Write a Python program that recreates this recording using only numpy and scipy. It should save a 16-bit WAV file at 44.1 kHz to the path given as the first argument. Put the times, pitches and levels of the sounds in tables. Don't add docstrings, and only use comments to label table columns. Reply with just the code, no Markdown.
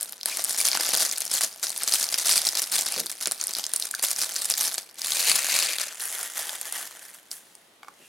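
import sys
import numpy as np
from scipy import signal
from scipy.fft import rfft, irfft, next_fast_len
from scipy.io import wavfile
from scipy.ndimage import uniform_filter1d

SR = 44100
rng = np.random.default_rng(int(sys.argv[2]) if len(sys.argv) > 2 else 0)


def output_pcm(signal):
    pcm = np.clip(np.atleast_2d(signal).T, -1, 1) * 32767
    wavfile.write(sys.argv[1], SR, np.round(pcm).astype(np.int16))


N = 356308

# [dB per Hz, relative]
AIR_SPECTRUM = [(30, -23), (60, -17), (140, -7.5), (250, -1.5), (700, -2.5), (1500, -9.5), (4000, -10.5),
                (9000, -29), (16000, -46)]
# freq_hz, t60_s
ROOM_DECAY = [(200, 0.31), (1500, 0.38), (5000, 0.19), (14000, 0.39)]
# freq_hz, side_gain [ratio]
STEREO_WIDTH = [(130, 0.13), (300, 0.29), (1000, 1.25), (9000, 1.52), (13000, 0.4)]
# time_s, left_minus_right_db
FILM_PLACE = [(1.3, 1.1), (2.2, .45), (4.8, 0), (5.25, 1.3), (5.7, 1.7), (6.05, .15)]
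# start_s, level_db
HAND_BUMPS = [(0.765, -39), (2.28, -40), (2.964, -27.5), (2.971, -32.5), (2.984, -31), (3.001, -42),
              (3.008, -30), (3.04, -36), (3.06, -41), (3.27, -30.5), (3.49, -38), (5.3, -32.5),
              (5.335, -36), (7.999, -44), (8.019, -45)]
# freq_hz, level_db, t60_s
HOLLOW_MODES = [(177, -13.5, 0.077), (231.5, -3, 0.047), (355.6, 1.5, 0.037), (477, 0, 0.04),
                (577, -2.5, 0.046)]
# start_s, level_db
LID_TAPS = [(7.831, -32.5), (7.846, -39.5), (7.874, -45), (7.883, -31)]
# freq_hz, level_db, t60_s
LID_MODES = [(690, -8.5, 0.026), (859, -2, 0.019), (1130, 7.5, 0.015), (1460, 3, 0.018), (1700, -8, .02),
             (2220, -1.5, 0.0203), (3070, -14, .012), (4683, -16, .012)]
# start_s, length_s, pitch_hz, level_db
FILM_RESONANCES = [(0.274, 0.023, 970, -39), (0.293, 0.053, 2400, -38.5), (0.596, 0.017, 2350, -32),
                   (2.9, 0.073, 2600, -42), (2.96, 0.071, 491, -41.5), (3.939, 0.00485, 1550, -30),
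                   (7.977, 0.14, 2700, -59)]
# start_s, length_s, level_db
FILM_TEARS = [(0.591, 0.0075, -26), (0.655, 0.016, -22), (0.998, 0.02, -27), (1.028, 0.00546, -21),
              (1.413, 0.0081, -23), (1.936, 0.011, -23.5), (2.181, 0.0077, -21), (2.288, 0.03, -22.5),
              (2.353, 0.012, -23), (2.378, 0.013, -26), (2.58, 0.019, -23.5), (2.734, 0.032, -26.5),
              (2.994, 0.011, -23.5), (3.097, 0.01, -30), (4.032, 0.021, -29), (4.607, 0.0076, -20.5),
              (4.648, 0.0076, -24), (5.2, 0.0111, -20.5), (5.352, 0.015, -21.5), (6.391, 0.013, -32)]
# start_s, peak_db, ring_hz, push_db [of the sheet around it]
FACET_SNAPS = [(0.01, -10, 10630, -30), (0.029, -8, 10900, -42), (0.0937, -21, 11000, -40),
               (0.1228, -16.5, 10800, -27), (0.1304, -24, 3570, -17), (0.2109, -18.5, 3580, -35),
               (0.231, -14.5, 4130, -27), (0.2575, -2.5, 9590, -25), (0.3707, -8.5, 8740, -25),
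               (0.393, -13, 5660, -13), (0.4399, -7, 10700, -40.5), (0.4459, -4.5, 8800, -36),
               (0.4944, -8.5, 8360, -35.5), (0.5082, -11, 7950, -28), (0.5302, -13, 9890, -28),
               (0.586, -8, 6830, -29), (0.7152, -6, 4900, -31.5), (0.7307, -8.5, 4860, -18.5),
               (0.7503, -9, 4620, -11.5), (0.7721, -8, 7870, -13), (0.7973, -11.5, 4260, -15),
               (0.8068, -10.5, 5270, -16), (0.848, -11, 9700, -28), (0.934, -8, 9610, -15),
               (0.9433, -5, 4970, -20), (0.9831, -10, 4280, -31), (1.0048, -8, 5050, -22),
               (1.0224, -6, 5880, -19), (1.1125, -8, 5370, -39), (1.1245, -11.5, 9400, -38.5),
               (1.1814, -8.5, 7700, -29), (1.2047, -8, 9050, -38.5), (1.2184, -9, 5200, -24.5),
               (1.252, -12.5, 8570, -34.5), (1.3389, -6, 9540, -30), (1.359, -10.5, 6030, -31),
               (1.4088, -6.5, 8630, -16.5), (1.4474, -12, 9750, -30), (1.6287, -10, 6750, -20.5),
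               (1.6401, -14, 7540, -19), (1.6681, -10, 5300, -24), (1.694, -11.5, 6680, -35),
               (1.7769, -10, 9260, -33), (1.8337, -6.5, 9240, -32.5), (1.876, -6, 4660, -24),
               (1.9234, -5.5, 5520, -30.5), (2.0403, -7.5, 5400, -24), (2.0884, -10.5, 4800, -43.5),
               (2.1418, -3, 4600, -22), (2.2691, -6, 8480, -24), (2.3291, -6, 8410, -33),
               (2.4174, -12, 4970, -33), (2.4687, -3.5, 4250, -30.5), (2.4879, -4, 5470, -36),
               (2.5721, -6.5, 4290, -29), (2.6182, -7, 9840, -32), (2.6264, -11, 8980, -33),
               (2.717, -10, 8590, -27.5), (2.8098, -6, 9490, -33), (2.8599, -11, 9120, -25),
               (2.922, -9, 9760, -28), (3.0012, -8.5, 6410, -25), (3.0598, -13, 9400, -25),
               (3.0658, -13, 4740, -29), (3.0959, -16, 6230, -30.5), (3.1151, -13, 9540, -30),
               (3.124, -18, 9600, -22), (3.2569, -6.5, 4730, -22.5), (3.2716, -5, 8877, -22),
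               (3.3117, -9, 5740, -22), (3.3193, -5, 8960, -25.5), (3.4121, -7, 5700, -29),
               (3.4388, -8, 8940, -41), (3.4695, -7, 9040, -38), (3.4804, -15, 5870, -28),
               (3.5354, -11, 6480, -33), (3.5503, -9.5, 4640, -32.5), (3.6401, -9.5, 4020, -35),
               (3.665, -9.5, 6620, -31), (3.7358, -3, 9000, -28), (3.7608, -4, 9000, -42),
               (3.7634, -11, 9110, -38), (3.7981, -8.5, 10300, -34), (3.8232, -8, 3750, -35),
               (3.911, -10, 9000, -28), (3.949, -9.5, 4900, -36), (3.9943, -14.5, 4960, -19.5),
               (4.0264, -6, 11000, -23), (4.113, -6.5, 8350, -27.5), (4.1619, -11, 6820, -29),
               (4.2158, -6, 6700, -31), (4.3625, -6.5, 5710, -30), (4.4546, -7, 10600, -31),
               (4.4997, -3.5, 9810, -24.5), (4.5387, -6.5, 4350, -26), (4.6314, -9, 10800, -26),
               (4.78, -9, 4440, -21.5), (5.017, -9.5, 5070, -30.5), (5.1196, -4.5, 4200, -26),
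               (5.2964, -3, 9280, -20.5), (5.4445, -7.5, 7060, -20), (5.6037, -12, 4270, -30),
               (5.7839, -9.5, 3850, -20.5), (5.814, -9, 8080, -25), (6.0054, -16, 5330, -29),
               (6.054, -17, 9790, -28.5), (6.2292, -14, 10400, -20), (6.3785, -11, 10440, -25),
               (6.4929, -13, 3500, -23), (6.6129, -11, 10800, -29), (6.7242, -10, 9400, -25),
               (7.314, -13.5, 6500, -36), (7.5517, -28, 7370, -31)]
# [dB per Hz, relative]
PEELED_COLOUR = [(59, -59), (100, -30.5), (219, -16), (452, -13.5), (676, -6), (950, -10), (1450, -7),
                 (2520, -7), (3540, -0.5), (4020, 2), (4770, 4), (7290, 0.5), (9610, 4.5), (14400, -5.5),
                 (16000, -8)]
# [dB per Hz, relative]
CRUMPLED_COLOUR = [(59, -60.5), (100, -37), (215, -15), (415, -14), (608, -2.5), (872, -7.5), (2470, 1.5),
                   (3320, -5), (4290, 1.5), (5530, -3.5), (9820, 5.5), (12400, 0), (16000, -7)]
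# [dB per Hz, relative]
SLID_COLOUR = [(60, -62), (100, -30.5), (300, -16.5), (690, -3.5), (1150, -5), (1600, -0.5), (1900, 1),
               (2470, -8), (3300, -3), (3900, -7), (5500, -5.5), (10700, 0.5), (12900, -5), (16000, -11)]
# time_s, hiss_to_clicks [ratio]
HISS_SHARE = [(0.258, 0.09), (0.268, 1.1), (0.35, 2.7), (0.375, 0.18), (4.8, 0.12), (5.2, 0.76),
              (5.85, 0.346), (6.1, 0.71), (7.2, 1), (7.4, 2.32)]
# time_s, crackle_db
FILM_TENSION = [(0, -48), (.24, -56.5), (.3, -41), (1.0, -36.5), (1.28, -43), (1.59, -51), (1.9, -40),
                (2.45, -38), (2.67, -44), (2.9, -38.5), (3.14, -52), (3.35, -46), (3.97, -47), (4.3, -39.5),
                (4.74, -43.5), (4.88, -57), (4.96, -59), (5.2, -34), (5.7, -39), (5.94, -48.5), (6.3, -46),
                (6.8, -44.5), (7.25, -62.5), (7.45, -59.5), (7.8, -69), (8.05, -59.5)]
# start_s, length_s, level_db, brightness_db
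PULL_MOVES = [(0, .03, -45, 3), (.255, 0.152, -38, 0), (.475, 0.055, -39, 5.5), (.57, 0.05, -34.5, 6.5),
              (.64, 0.041, -29.5, 1.5), (.71, 0.0567, -32.5, -4), (.79, 0.1377, -32, -1),
              (.93, 0.1024, -30.5, 1), (1.04, 0.029, -33, 1), (1.195, .02, -40, -2), (1.305, 0.078, -31, 2),
              (1.403, .045, -29.5, 1), (1.623, 0.025, -31.5, 1.5), (1.675, 0.031, -40.5, 5.5),
              (1.748, 0.041, -40.5, 3.5), (1.803, .018, -33, -3), (1.865, 0.023, -32, 1.5),
              (1.905, 0.063, -29.5, 2.5), (1.985, 0.0479, -33, 3.5), (2.115, 0.0306, -36, 1),
              (2.172, 0.047, -33.5, 2.5), (2.245, 0.083, -26.5, 1.5), (2.345, 0.0401, -26.5, 2),
              (2.445, 0.027, -29.5, 3), (2.54, 0.048, -31.5, -1), (2.612, 0.016, -33.5, 0),
              (2.712, 0.08, -30, 1.5), (2.8, 0.031, -36.5, 1), (2.855, 0.033, -34.5, -2.5),
              (2.925, 0.069, -36, -1.5), (3.2, 0.038, -37.5, 2.5), (3.253, 0.017, -35, -6),
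              (3.39, 0.027, -38.5, -1), (3.48, .03, -40.5, 1), (3.55, 0.0458, -36, -0.5),
              (3.73, 0.025, -41.5, -4), (3.81, 0.051, -42.5, 3.5), (4.022, 0.031, -27.5, 3.5),
              (4.07, .048, -33.5, 4.5), (4.175, .065, -33, 3), (4.355, 0.035, -36, 1),
              (4.41, 0.038, -38, 5), (4.495, 0.018, -28.5, 2), (4.565, 0.0522, -31.5, 3.5),
              (4.628, 0.058, -33, 2.5), (4.72, 0.0267, -38.5, 6), (4.772, 0.0083, -34.5, 1)]
# start_s, length_s, level_db, brightness_db
SQUEEZE_MOVES = [(4.965, 0.071, -42.5, 0.5), (5.03, 0.15, -33.5, 1.5), (5.18, 0.09, -30, -0.5),
                 (5.262, 0.053, -23.5, -2.5), (5.335, 0.071, -31, -4), (5.43, 0.058, -32, -4),
                 (5.488, .14, -25.5, -3.5), (5.64, 0.101, -32.5, -4), (5.782, 0.051, -33, -4),
                 (5.85, 0.064, -42, -7)]
# start_s, length_s, level_db, brightness_db
STROKE_MOVES = [(5.99, 0.117, -42, 7), (6.115, 0.14, -40.5, 4.5), (6.35, 0.061, -37.5, 3),
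                (6.43, 0.12, -42.5, 3), (6.645, 0.03, -42, 2), (6.72, 0.11, -41, 3.5), (6.87, 0.11, -59, 0),
                (7.01, 0.086, -53.5, 6), (7.135, 0.0138, -52.5, 7), (7.305, 0.015, -46, 10),
                (7.35, .02, -53.5, 8)]

PULL = dict(attack_s=0.01, release_s=0.016, folds_db=-7.5)
SQUEEZE = dict(attack_s=0.015, release_s=0.02, folds_db=-8.5)
STROKE = dict(attack_s=0.01, release_s=0.03, folds_db=-1.2)

FIRM_DB, FOLD_GROWTH, FOLD_TILT = -35, 0.83, 0.5
GRIP_FOLDS_DB, GRIP_FINE_DB = -7, 1.5
JERK_PER_S, JERK_DB = 70, 1.49
SNAP_DELAY_S = 0.0006

SMALL_SNAP_DB, SMALL_SNAP_SPREAD_DB, SMALL_SNAP_HZ, SMALL_SNAP_PUSH_DB = 19, 4, 7440, -23
SMALL_SNAP_ODDS, SMALL_SNAP_MASKING = 0.5, 0.39

TOP_HZ = 15950


def amp(db):
    return 10 ** (np.asarray(db) / 20)


def unit(x):
    return x / np.sqrt(np.mean(x ** 2) + 1e-20)


def along(points, hz):
    point_hz, value = np.transpose(points)
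    return np.interp(np.log(hz + 1), np.log(point_hz + 1), value)


def below(hz, edge_hz, order=4):
    return 1 / np.sqrt(1 + (hz / edge_hz) ** (2 * order))


def above(hz, edge_hz, order=4):
    return (hz / edge_hz) ** order * below(hz, edge_hz, order=order)


def causal(gain, size=1024):
    magnitude = np.maximum(gain(np.fft.rfftfreq(size, 1 / SR)), 1e-5)
    cepstrum = irfft(np.log(magnitude))
    cepstrum[..., 1:size // 2] *= 2
    cepstrum[..., size // 2 + 1:] = 0
    return irfft(np.exp(rfft(cepstrum)))


def coloured(x, gain):
    return signal.fftconvolve(x, causal(gain)[None], axes=1)[:, :N]


def placed(start_s, sounds, spread_db):
    first = np.round(start_s * SR).astype(int)[:, None]
    index = (first + np.arange(sounds.shape[1])).ravel()
    pan_db = spread_db * rng.standard_normal((len(start_s), 1))
    sides = [np.bincount(index, (sounds * amp(side * pan_db)).ravel(), N)[:N] for side in (1, -1)]
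    return np.array(sides)


def narrowed(pair, width):
    middle, side = pair
    return middle + width * side * np.array([[1], [-1]])


def air(level_db=-60):
    pair = narrowed(rng.standard_normal((2, N)), width=0.71)
    gain = amp(along(AIR_SPECTRUM, np.fft.rfftfreq(N, 1 / SR)))
    return amp(level_db) * unit(irfft(rfft(pair) * gain, N))


def room(x, table_db=-15, tail_db=-13, width=0.51):
    hz, frame_s, frames = signal.stft(rng.standard_normal((2, SR // 2)), SR, nperseg=256)
    decay = np.exp(-np.log(1000) * frame_s / along(ROOM_DECAY, hz)[:, None])
    tail = signal.istft(frames * decay, SR, nperseg=256)[1]
    age_s = np.arange(tail.shape[1]) / SR
    sparse = rng.standard_normal(tail.shape) * (rng.random(len(age_s)) < 0.04)
    near = sparse * np.exp(-age_s / 0.0027)
    answer = narrowed(amp(table_db) * unit(near) + amp(tail_db) * unit(tail), width)
    answer = answer / np.sqrt(len(age_s) * (1 + width ** 2))
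    answer = np.pad(answer, ((0, 0), (round(0.003 * SR), 0)))
    return signal.fftconvolve(x.mean(0)[None], answer, axes=1)[:, :N]


def knocks(blows, modes, attack_s, tick_db):
    start_s, level_db = np.transpose(blows)
    hz, mode_db, t60_s = np.transpose(modes)[:, :, None]
    t = np.arange(SR // 5) / SR
    tones = np.sin(2 * np.pi * (hz * t + rng.random(hz.shape)))
    rings = amp(mode_db) * np.exp(-np.log(1000) * t / t60_s) * tones
    strengths = amp(2.5 * rng.standard_normal((len(start_s), len(hz))))
    ring = strengths @ rings * (1 - np.exp(-t / attack_s))
    tick = amp(tick_db) * np.exp(-t / 0.00233) * rng.standard_normal(ring.shape)
    tick = signal.sosfilt(signal.butter(1, [300, 7000], "band", fs=SR, output="sos"), tick)
    return placed(start_s, amp(level_db)[:, None] * (ring / 2 + tick), spread_db=3)


def resonances(sharpness=4.8):
    start_s, length_s, ring_hz, level_db = np.transpose(FILM_RESONANCES)[:, :, None]
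    t = np.arange(SR // 6) / SR
    hz = np.fft.rfftfreq(len(t), 1 / SR) + 1
    resonance = 1 / (1 + (sharpness * (hz / ring_hz - ring_hz / hz)) ** 2)
    noise = rng.standard_normal((len(start_s), len(t)))
    ringing = irfft(rfft(noise) * resonance, len(t))
    ringing = ringing / ringing.std(1, keepdims=True)
    swell = np.sin(np.pi * np.minimum(t / length_s, 1))
    return placed(start_s[:, 0], amp(level_db) * swell * ringing, spread_db=0.5)


def tears(ragged=0.42):
    start_s, length_s, level_db = np.transpose(FILM_TEARS)[:, :, None]
    t = np.arange(SR // 30) / SR
    progress = np.minimum(t / np.maximum(length_s, 0.003), 1)
    run = np.sqrt(np.abs(np.sin(np.pi * progress)))
    flutter = unit(uniform_filter1d(rng.standard_normal(run.shape), size=40))
    burst = unit(np.exp(ragged * flutter) * rng.standard_normal(run.shape))
    train = placed(start_s[:, 0], amp(level_db) * run * burst, spread_db=0.5)
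    colour = lambda hz: amp(along(PEELED_COLOUR, hz))
    return coloured(train, colour) / np.linalg.norm(causal(colour))


def effort(moves, attack_s, release_s, folds_db):
    t = np.arange(0, N / SR, 0.001)
    start_s, length_s, level_db, bright_db = np.transpose(moves)[:, :, None]
    attack = np.clip((t - start_s) / attack_s, 0, 1)
    release = np.exp(-np.maximum(t - start_s - length_s, 0) / release_s)
    shape = attack * release
    fold_db = FIRM_DB + folds_db + FOLD_GROWTH * (level_db - FIRM_DB) - FOLD_TILT * bright_db
    levels_db = (fold_db, level_db, level_db + bright_db)
    powers = [np.sum((shape * amp(db)) ** 2, 0) for db in levels_db]
    return np.array([np.interp(np.arange(N) / SR, t, power) for power in powers])


def strain():
    t = np.arange(N) / SR
    tension_db = np.interp(t, *np.transpose(FILM_TENSION))
    fold_db = FIRM_DB + GRIP_FOLDS_DB + FOLD_GROWTH * (tension_db - FIRM_DB)
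    power = amp([fold_db, tension_db, tension_db + GRIP_FINE_DB]) ** 2
    power = power + effort(PULL_MOVES, **PULL)
    power = power + effort(SQUEEZE_MOVES, **SQUEEZE)
    power = power + effort(STROKE_MOVES, **STROKE)
    jerks = np.interp(t * JERK_PER_S, np.arange(2000), rng.standard_normal(2000))
    hiss = np.interp(t, *np.transpose(HISS_SHARE))
    evenness = np.sqrt(1 + (2 * hiss) ** 2)
    return 10 * np.log10(power) + JERK_DB * jerks / evenness


def small_snaps(strain_db, count=170):
    moment, chance, size, pitch, push = rng.random((count, 5)).T
    start_s = moment * STROKE_MOVES[0][0]
    crackle_db = strain_db[np.round(start_s * SR).astype(int)]
    firmness_db = crackle_db - FIRM_DB
    peak_db = crackle_db + SMALL_SNAP_DB + SMALL_SNAP_SPREAD_DB * (2 * size - 1)
    peak_db = peak_db - SMALL_SNAP_MASKING * firmness_db
    ring_hz = SMALL_SNAP_HZ * 2 ** (1.3 * (pitch - 0.5))
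    push_db = SMALL_SNAP_PUSH_DB + 16 * (push - 0.5)
    rows = np.transpose([start_s, peak_db, ring_hz, push_db])
    return rows[chance < amp(SMALL_SNAP_ODDS * firmness_db)]


def snaps(rows, facet_life_s=0.00082, sheet_life_s=0.00146, edge=0.316, shiver_db=-15, shiver_life_s=0.0019,
          ring_db=12, ring_width=0.46, crest_db=8.5, sheet_db=10):
    start_s, peak_db, ring_hz, push_db = np.transpose(rows)
    t = np.arange(512) / SR

    def burst(life_s, gain):
        fade = (1 + t / life_s) * np.exp(-1.6 * t / life_s)
        fade = fade + amp(shiver_db) * np.exp(-t / shiver_life_s)
        kick = rng.choice([-1, 1], (len(start_s), len(t))) * fade + edge * (t == 0)
        sound = signal.fftconvolve(kick, np.atleast_2d(causal(gain)), axes=1)
        return sound / np.linalg.norm(sound, axis=1, keepdims=True) * np.sqrt(SR / 1000)

    film_db = lambda hz: along(PEELED_COLOUR, hz)
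    peak = lambda hz: ring_db * np.exp(-(np.log((hz + 1) / ring_hz[:, None]) / ring_width) ** 2)
    facet = burst(facet_life_s, lambda hz: amp(film_db(hz) + peak(hz)) * above(hz, 2300))
    sheet = burst(sheet_life_s, lambda hz: amp(film_db(hz)) * below(hz, 2295) * above(hz, 233, order=1))
    both = facet + amp(push_db + sheet_db)[:, None] * sheet
    return placed(start_s + SNAP_DELAY_S, amp(peak_db - crest_db)[:, None] * both, spread_db=0.05)


def clicks(start_s, sizes, band_hz, life_s, hiss, rough):
    t = np.arange(240) / SR
    hz = rng.uniform(*band_hz, (len(start_s), 1))
    burst = np.sin(2 * np.pi * hz * t) + rough * rng.standard_normal((len(start_s), len(t)))
    strengths = sizes * amp(2 * rng.standard_normal(hz.shape))
    train = placed(start_s, strengths * burst * np.exp(-t / life_s), spread_db=1.1)
    local_power = uniform_filter1d(np.mean(train ** 2, 0), size=1500)
    local_power = np.abs(uniform_filter1d(local_power, size=1500)) + 1e-6
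    return unit(train / np.sqrt(local_power) + hiss * rng.standard_normal(N))


def crinkle(folds_db, creases_db, fine_db, count=10000, scatter_db=6):
    t = np.arange(N) / SR
    start_s = rng.uniform(0, N / SR, count)
    odds = amp(0.42 * (np.interp(start_s, t, creases_db) + 31))
    gives_way = rng.random(count) < odds
    sizes = (gives_way * amp(scatter_db * rng.standard_normal(count)))[:, None]
    folds = clicks(start_s, sizes, (200, 2600), life_s=0.0012, hiss=0.9, rough=1.0)
    creases = clicks(start_s, sizes, (2400, 7200), life_s=0.0012, hiss=0.41, rough=1.0)
    fine = clicks(start_s, sizes, (6800, 14000), life_s=0.00061, hiss=0.068, rough=0.7)
    scales = [(folds_db + 0.19, folds, lambda hz: below(hz, 2850)),
              (creases_db + 0.32, creases, lambda hz: above(hz, 2320) * below(hz, 7400, order=6)),
              (fine_db + 0.5, fine, lambda hz: above(hz, 5300, order=6))]
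    loose = np.interp(t, [4.9, 5.2], [0, 1])
    slid = np.interp(t, [5.8, 6], [0, 1])
    states = [(PEELED_COLOUR, 1 - loose), (CRUMPLED_COLOUR, loose - slid), (SLID_COLOUR, slid)]
    hiss = np.interp(t, *np.transpose(HISS_SHARE))
    film = np.zeros((2, N))
    for level_db, train, band in scales:
        train = (train + hiss * rng.standard_normal(N)) / np.sqrt(1 + hiss ** 2)
        for colour, share in states:
            layer = unit(coloured(train, lambda hz: amp(along(colour, hz)) * band(hz)))
            film += share * amp(level_db) * layer
    return film


def scene():
    strain_db = strain()
    all_snaps = np.vstack([FACET_SNAPS, small_snaps(strain_db[1])])
    film = crinkle(*strain_db) + snaps(all_snaps) + tears() + resonances()
    case = knocks(HAND_BUMPS, HOLLOW_MODES, attack_s=0.001, tick_db=-20.5)
    case = case + knocks(LID_TAPS, LID_MODES, attack_s=0.00043, tick_db=-5.0)
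    case = coloured(case, lambda hz: above(hz, 130, order=2))
    pan_db = np.interp(np.arange(N) / SR, *np.transpose(FILM_PLACE))
    direct = (film + case) * amp(pan_db * np.array([[0.5], [-0.5]]))
    return direct + room(direct) + air()


def record(dry):
    ceiling = 0.7
    dry = dry / (1 + (dry / ceiling) ** 4) ** (1 / 4)
    size = next_fast_len(N + SR // 2)
    hz = np.fft.rfftfreq(size, 1 / SR)
    left, right = rfft(dry, size)
    pair = narrowed([(left + right) / 2, (left - right) / 2], along(STEREO_WIDTH, hz))
    return irfft(pair * (hz < TOP_HZ), size)[:, :N]


dry = scene()
out = record(dry)
output_pcm(out)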